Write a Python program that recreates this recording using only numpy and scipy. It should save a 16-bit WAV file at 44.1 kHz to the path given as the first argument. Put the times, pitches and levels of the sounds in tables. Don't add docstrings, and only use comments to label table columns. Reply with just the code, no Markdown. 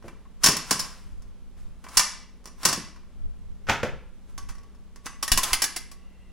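import sys
import numpy as np
from scipy import signal
from scipy.fft import rfft, irfft
from scipy.io import wavfile
from scipy.ndimage import uniform_filter1d

SR = 44100
rng = np.random.default_rng(int(sys.argv[2]) if len(sys.argv) > 2 else 0)


def wav_record(signal):
    frames = np.transpose(np.atleast_2d(signal))
    bounded = np.clip(frames, -1, 1)
    quanta = np.round(bounded * 32767).astype(np.int16)
    wavfile.write(sys.argv[1], SR, quanta)


N = 278712

# (frequency [Hz], gain [dB])
RIM_COLOUR = [(60, -7.5), (110, -5), (190, 1.5), (350, -2.5), (450, -4.5), (800, -2), (1050, 1.5),
              (2300, 1.5), (4200, -1), (5300, 1), (7000, 0), (11300, -2.5), (12800, -13), (15400, -10)]


def amp(db):
    return 10 ** (np.asarray(db) / 20)


def unit_rms(x):
    return x / np.sqrt(np.mean(x ** 2) + 1e-20)


def curve_at(points, hz):
    f, value = np.transpose(points)
    return np.interp(np.log(hz + 1), np.log(f + 1), value)


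def add(mix, s, sound):
    part = mix[..., max(0, round(s * SR)):][..., :sound.shape[-1]]
    part += sound[..., :part.shape[-1]]


def colour(x, points, size=4096):
    log_gain = np.log(amp(curve_at(points, abs(np.fft.fftfreq(size, 1 / SR)))))
    taps = np.fft.ifft(np.exp(np.conj(signal.hilbert(log_gain)))).real[:size // 2]
    return signal.oaconvolve(x, taps[None], axes=1)[:, :x.shape[1]]


def resonance(x, hz, width_hz, db):
    return x + amp(db) * signal.lfilter(*signal.iirpeak(hz, max(hz / width_hz, 1), fs=SR), x)


def stereo(pair, width):
    side = colour(pair[1:], width)[0]
    return np.array([pair[0] + side, pair[0] - side])


def swells(rows, rest_db, range_db=20):
    t = np.arange(N) / SR
    power = sum(amp(db - range_db * np.maximum((s - t) / rise, (t - s) / fall)) ** 2
                for s, db, rise, fall in rows)
    return np.sqrt(power + amp(rest_db) ** 2)


def chatter(length, size=8192):
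    t = np.arange(size) / SR
    envelope = (1 - np.exp(-t / 0.002)) * np.exp(-t / max(length, .001))
    spikes = rng.standard_normal((2, size)) * amp(3 * rng.standard_normal(size)) * envelope
    whitened = irfft(np.exp(1j * np.angle(rfft(spikes))))
    burst = whitened * np.sqrt(envelope)
    return burst / np.linalg.norm(burst, axis=1, keepdims=True) * np.sqrt(length * SR / 2)


def ring(x, modes, ring_db, detune, uneven_db):
    t = np.arange(min(x.shape[1], SR // 2)) / SR
    scatter = np.clip(rng.standard_normal((len(modes), 2)), -1.5, 1.5)
    tone = np.zeros(len(t))
    for (hz, db, t60), (louder, sharper) in zip(modes, scatter):
        decay = amp(db + uneven_db * louder - 60 * t / t60) / np.sqrt(t60 * SR)
        tone += decay * np.sin(2 * np.pi * hz * (1 + detune * sharper) * t)
    return x + amp(ring_db) * signal.oaconvolve(x, tone[None], axes=1)[:, :x.shape[1]]


def kitchen(x, early_db, early_s, tail_db):
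    # (frequency [Hz], t60 [s])
    decay_times = [(150, 0.59), (400, 0.45), (1040, 0.48), (2760, 0.54), (6000, 0.42), (11000, 0.33),
                   (15000, 0.1)]
    t = np.arange(SR) / SR
    early, late = rng.choice([-1., 1.], (2, 2, SR)) * (rng.random((2, 2, SR)) < .15)
    early = early * np.exp(-t / early_s) * (t > .002)
    hz, when, bands = signal.stft(late * (1 - np.exp(-t / 0.0051)), SR, nperseg=256)
    decay = amp(-60 * when / curve_at(decay_times, hz)[:, None])
    tail = signal.istft(bands * decay, SR, nperseg=256)[1][:, :SR]
    echoes = (amp(early_db) * unit_rms(early) + amp(tail_db) * unit_rms(tail)) / np.sqrt(SR)
    return x + signal.fftconvolve(x, echoes, axes=1)[:, :N]


def room_air(level_db=-53):
    # (frequency [Hz], gain [dB])
    air_colour = [(12, -16), (20, 11.5), (68, -18), (154, -15.5), (241, -12.5), (319, -20.5), (388, -17.5),
                  (738, -26), (825, -27), (1760, -34.5), (2820, -35.5), (3340, -35.5), (11100, -55),
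                  (16000, -58)]
    # (frequency [Hz], side minus mid [dB])
    air_width = [(30, 7), (80, 7), (170, -20.5), (500, -12.5), (2000, -11), (8000, 4)]
    air = unit_rms(colour(rng.standard_normal((2, N)), air_colour))
    return stereo(amp(level_db) * air, air_width)


def appliance_hum(waver_hz=1.5):
    # (frequency [Hz], rms level [dB])
    partials = [(60, -58), (188.4, -62.5), (242.2, -69)]
    drifts = unit_rms(uniform_filter1d(rng.standard_normal((len(partials), N)), size=4000, axis=1))
    return sum(amp(db) * np.sqrt(2) * np.sin(2 * np.pi * np.cumsum(hz + waver_hz * drift) / SR)
               for (hz, db), drift in zip(partials, drifts))


def sleeve(gain_db=-4.5):
    # (peak time [s], level [dB], rise and fall time [s])
    swishes = [(1.155, -37.5, 0.26), (1.67, -38.5, 0.2), (3.26, -31, 0.096), (3.504, -40, 0.6),
               (3.897, -37.5, 0.21), (4.5, -39, 0.29)]
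    # (frequency [Hz], gain [dB])
    cloth_colour = [(20, 10.5), (65, 5), (130, -8), (200, -11), (350, -29), (900, -38.5), (4000, -66.5),
                    (16000, -68)]
    # (frequency [Hz], side minus mid [dB])
    cloth_width = [(30, 9), (100, 7), (250, -3), (900, -7)]
    motion = swells([(s, db, length, length) for s, db, length in swishes], rest_db=-56)
    rumble = unit_rms(colour(rng.standard_normal((2, N)), cloth_colour))
    return stereo(amp(gain_db) * motion * rumble, cloth_width)


def blow(db, length, clank_db, thud_db, wire_db):
    # (frequency [Hz], level [dB], t60 [s])
    lever_modes = [(1130, 1, .07), (1260, 0, .05), (1600, -2, .04), (1850, -1, .04), (2030, 0, .04),
                   (2360, 0, .04), (2740, -2, .03), (3050, -1, .025), (3550, -2, .025), (4900, 1, .022),
                   (5500, 2, .018), (6250, 0, .015), (7050, 1, .018), (8100, 0, .012), (9900, 0, .015),
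                   (11200, 2, .015)]
    hardness = [(400, thud_db + 0.64 * db), (950, clank_db + 0.67 * db),
                (2500, clank_db + 1 + 0.82 * db), (5000, db)]
    clink = ring(chatter(length), lever_modes, ring_db=-5, detune=.025, uneven_db=3)
    wire_hz = 5600 * (1 + rng.uniform(-.07, .07))
    return colour(resonance(clink, wire_hz, width_hz=400, db=wire_db), hardness)


def pot(hits, body_colour, pot_db, spot_count=3):
    # (frequency [Hz], level [dB], t60 [s])
    pot_modes = [(950, -6, .3), (1028, -5, .3), (1060, -6, .35), (1125, -3, .6), (1270, -4, .35),
                 (1577, -5, .24), (1690, -5, .4), (1775, -3, .3), (2003, 0, .55), (2340, -6, .35),
                 (2464, -5, .25), (2713, -5, .31), (2977, -4, .2), (3427, -4, .2), (4764, -5, .2),
                 (4890, 0, .25), (5200, -2, .3), (5460, -3, .22), (5702, -4, .12), (6320, -3, .18),
                 (7090, -4, .08), (9114, -7, .1), (11152, -3, .12)]
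    spots = np.zeros((spot_count, 2, N))
    for k, (s, sound) in enumerate(hits):
        add(spots[k % spot_count], s, colour(sound, body_colour))
    return [ring(force, pot_modes, ring_db=pot_db, detune=.002, uneven_db=1.5) for force in spots]


def latch_snaps(gain_db=-2, loose_from_s=3):
    # (time [s], strength [dB], mid clank [dB], bass weight [dB], chatter time [s])
    snaps = [(0.025, -52.5, 9, 10, 0.001), (0.08, -43, 9.5, 11, 0.0034), (0.251, -74.5, 15, -1.5, .0055),
             (0.4344, -12.5, -1, -5, 0.0042), (0.4392, -4.5, -0.5, -0.5, 0.0077),
             (0.4598, -4.5, 1, -1, 0.0055), (0.4698, -7, 8, 3.5, 0.002), (0.484, -13, 1, 12, .009),
             (0.518, -19, -15, 6, 0.004), (0.5673, -15, -4, 0, 0.0022), (0.5914, -38.5, 8.5, -6, 0.0033),
             (0.708, -8.5, 0.5, 8, 0.0057), (0.726, -14.5, 0, -13, 0.0028), (0.792, -20.5, -3.5, -2, 0.011),
             (1.22, -48, -9.5, -14, 0.0028), (1.8396, -43.5, 3, 4.5, 0.0076), (1.865, -53.5, 17, 9.5, .003),
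             (1.8854, -39.5, -4.5, -2.5, .0056), (1.9699, -3.5, -1.5, -12, 0.0079),
             (1.9939, -7, 4, -2.5, 0.0031), (2.441, -49, -5, -6.5, .003), (2.4557, -31, -3.5, 0, 0.0022),
             (2.4725, -40, -3, 3, 0.0046), (2.6308, -26, 1.5, 0.5, 0.0032), (2.651, -5.5, 0.5, 5.5, 0.0058),
             (2.6861, -16.5, -2.5, 1, 0.0063), (2.7274, -15.5, 1, 4, 0.0046), (2.775, -37, -1, 19, 0.004),
             (2.96, -53.5, 6.5, -5, 0.0035), (4.3778, -31, 0.5, -2.5, 0.0036),
             (4.487, -41.5, 0.5, -12, 0.017), (4.9586, -41, -0.5, -10, 0.0025),
             (5.0575, -28, -11, 1.5, 0.0035), (5.065, -25.5, 8, -8, 0.0017)]
    clamped_lid = dict(hz=1025, width_hz=47, db=-1)
    loose_lid = dict(hz=1130, width_hz=4.4, db=15.6)
    hits = []
    for s, db, clank, weight, length in snaps + rattles():
        clink = blow(db, length, clank_db=clank - 9, thud_db=weight - 8, wire_db=0.5)
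        lid = loose_lid if s > loose_from_s else clamped_lid
        hits.append((s, amp(gain_db) * resonance(clink, **lid)))
    spots = pot(hits, RIM_COLOUR, pot_db=-21.5)
    return sum(kitchen(spot, early_db=-3, early_s=0.0099, tail_db=-7) for spot in spots)


def knocks(boom_hz=149.8, hollow_q=9.5):
    # (time [s], level [dB], chatter time [s], brightness [dB], hollow pitch [Hz])
    contacts = [(0.039, -28.5, .014, -21.5, 331.5), (3.668, -35, 0.012, 3, 1383),
                (3.678, -31, 0.0062, 2, 1400), (3.686, -13, 0.0048, 0, 1410), (3.694, -8.5, 0.0059, 5, 902),
                (3.712, -23, 0.026, -8, 1390), (3.830, -9.5, 0.0057, -4.5, 510)]
    # (frequency [Hz], gain [dB])
    counter_colour = [(40, -1.5), (140, -4.5), (230, -2), (520, 0.5), (750, 0.5), (950, -2), (1500, 2),
                      (2600, -2), (4300, -13.5), (5800, -12.5), (9000, -26), (15000, -33.5)]
    # (frequency [Hz], level [dB], t60 [s])
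    knock_modes = [(152, 5.5, 0.17), (298, 3, 0.12), (375.7, -9.5, 0.27), (436.7, 0, .35), (533, -5, 0.25),
                   (603, -8.5, 0.12), (687, -12, 0.24), (865, -7, .35), (1170, -8, 0.43), (1403, 6.5, 0.17),
                   (1790, -3.5, 0.26), (1770, 0.5, 0.18), (2380, -2, 0.41), (2600, -2, 0.29)]
    force = np.zeros((2, N))
    for s, db, length, bright, hollow_hz in contacts:
        weight = 0.5 - 0.046 * bright
        tilt = [(150, weight), (520, 0.54 * weight), (1000, bright / 2), (3000, bright)]
        bump = amp(db) * colour(chatter(length), tilt)
        boom = resonance(bump, boom_hz, width_hz=35, db=5)
        add(force, s, resonance(boom, hollow_hz, width_hz=hollow_hz / hollow_q, db=8))
    body = ring(colour(force, counter_colour), knock_modes, ring_db=-16.5, detune=.002, uneven_db=1)
    return kitchen(body, early_db=-1, early_s=0.032, tail_db=-7)


def metal_grit(gain_db=-2):
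    # (peak time [s], level [dB], rise [s], fall [s])
    grit_swells = [(.06, -57.5, .04, .08), (.43, -41, 0.019, 0.11), (.70, -40, 0.08, 0.31),
                   (1.58, -60.5, .03, .2), (1.965, -40, 0.1, .04), (2.665, -29, 0.051, .1),
                   (4.3, -60.5, 0.056, 0.073), (5.062, -41.5, 0.018, 0.03), (5.48, -32, 0.16, 0.17)]
    envelope = swells(grit_swells, rest_db=-71)
    grit = unit_rms(rng.standard_normal((2, N)) * amp(1.7 * rng.standard_normal(N)))
    metal = colour(amp(gain_db) * envelope * grit, RIM_COLOUR)
    groan = resonance(metal, 1027, width_hz=570, db=8.5)
    return kitchen(groan, early_db=-8.5, early_s=0.014, tail_db=-7)


def microphone_pushes(bass_cut_hz=7, flutter_db=-15, flutter_s=.045):
    # (time [s], level [dB], push length [s])
    pushes = [(0.441, -29, 0.011), (0.693, -45, 0.0074), (1.968, -28.5, 0.0054), (5.317, -14, .005),
              (5.367, -19.5, 0.013), (5.522, -23.5, 0.0088)]
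    # (frequency [Hz], gain [dB])
    flutter_colour = [(30, -0.5), (130, -3), (230, -5), (600, -22), (2000, -62)]
    t = np.arange(SR // 4) / SR
    pressure = np.zeros((2, N))
    for s, db, length in pushes:
        pulse = t / length * np.exp(1 - t / length)
        envelope = (1 - np.exp(-t / length)) * np.exp(-t / flutter_s)
        flutter = envelope * unit_rms(colour(rng.standard_normal((2, len(t))), flutter_colour))
        add(pressure, s, amp(db) * (pulse + amp(flutter_db) * flutter))
    return signal.sosfilt(signal.butter(2, bass_cut_hz, "highpass", fs=SR, output="sos"), pressure)


def rattles(ticks=4, fade_db=-13, uneven_db=2, chatter_s=0.0023):
    # (start [s], length [s], starting strength [dB])
    spells = [(0.53, .08, -39), (0.806, .05, -27), (4.491, .28, -45)]
    rows = []
    for start, length, db in spells:
        delays, accents = rng.random((ticks, 2)).T
        progress = (np.arange(ticks) + delays) / ticks
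        rows += [(start + length * p, db + fade_db * p + uneven_db * (2 * accent - 1), 0, 0, chatter_s)
                 for p, accent in zip(progress, accents)]
    return rows


def latch_bounces(gain_db=-1):
    # (time [s], strength [dB], mid clank [dB], chatter time [s], pitch of the struck spot [Hz])
    slaps = [(5.226, -15.5, -3.5, 0.004, 1143), (5.2784, -16.5, -3.5, 0.0022, 1880),
             (5.317, -4.5, -1, 0.0032, 2856), (5.374, -6.5, -2.5, .0034, 1037),
             (5.4311, -14.5, -4.5, 0.0072, 3270), (5.531, -5, -0.5, 0.0021, 2067),
             (5.6187, -10, -5.5, 0.0051, 1770), (5.6396, -9, -5.5, 0.0022, 1690),
             (5.7615, -20, -6, 0.0055, 2104), (5.914, -35, -9.5, 0.003, 1144)]
    # (frequency [Hz], gain [dB])
    wall_colour = [(60, -24), (190, -10), (360, -3.5), (470, -13), (700, -1), (1100, 0.5), (2000, 3.5),
                   (3200, 3), (4500, -2), (6000, -1.5), (8500, -3.5), (11400, -0.5), (13500, -14),
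                   (15500, -9)]
    hits = []
    for s, db, clank, length, spot_hz in slaps:
        clink = blow(db, length, clank_db=clank - 9.5, thud_db=-10.5, wire_db=-9)
        hits.append((s, amp(gain_db) * resonance(clink, spot_hz, width_hz=45, db=14)))
    spots = pot(hits, wall_colour, pot_db=-19)
    return sum(kitchen(spot, early_db=0, early_s=0.011, tail_db=-8.5) for spot in spots)


def whistle(start_s=5.97, rise_s=0.046):
    # (frequency [Hz], filter width [Hz], level [dB])
    bands = [(2750, 220, -71.5), (2000, 130, -71.5)]
    fade_in = np.clip((np.arange(N) / SR - start_s) / rise_s, 0, 1)
    tone = np.zeros((2, N))
    for hz, width_hz, db in bands:
        peak = signal.iirpeak(hz, hz / width_hz, fs=SR)
        breath = signal.lfilter(*peak, rng.standard_normal((2, N)))
        tone += amp(db) * unit_rms(signal.lfilter(*peak, breath))
    return fade_in * tone


def scene():
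    # (frequency [Hz], side minus mid [dB])
    port_width = [(100, -20.5), (400, -26), (1200, -29.5), (2800, -18), (5500, -6.5), (9000, -3.5),
                  (15000, -1)]
    action = latch_snaps() + latch_bounces() + metal_grit() + knocks() + whistle()
    return stereo(action, port_width) + microphone_pushes() + room_air() + sleeve() + appliance_hum()


def record(dry, ceiling=.85, cutoff_hz=16000):
    rounded = ceiling * np.tanh(dry / ceiling)
    lowpass = signal.firwin(255, cutoff_hz, window=("kaiser", 8), fs=SR)
    return signal.oaconvolve(rounded, lowpass[None], "same")


dry = scene()
out = record(dry)
wav_record(out)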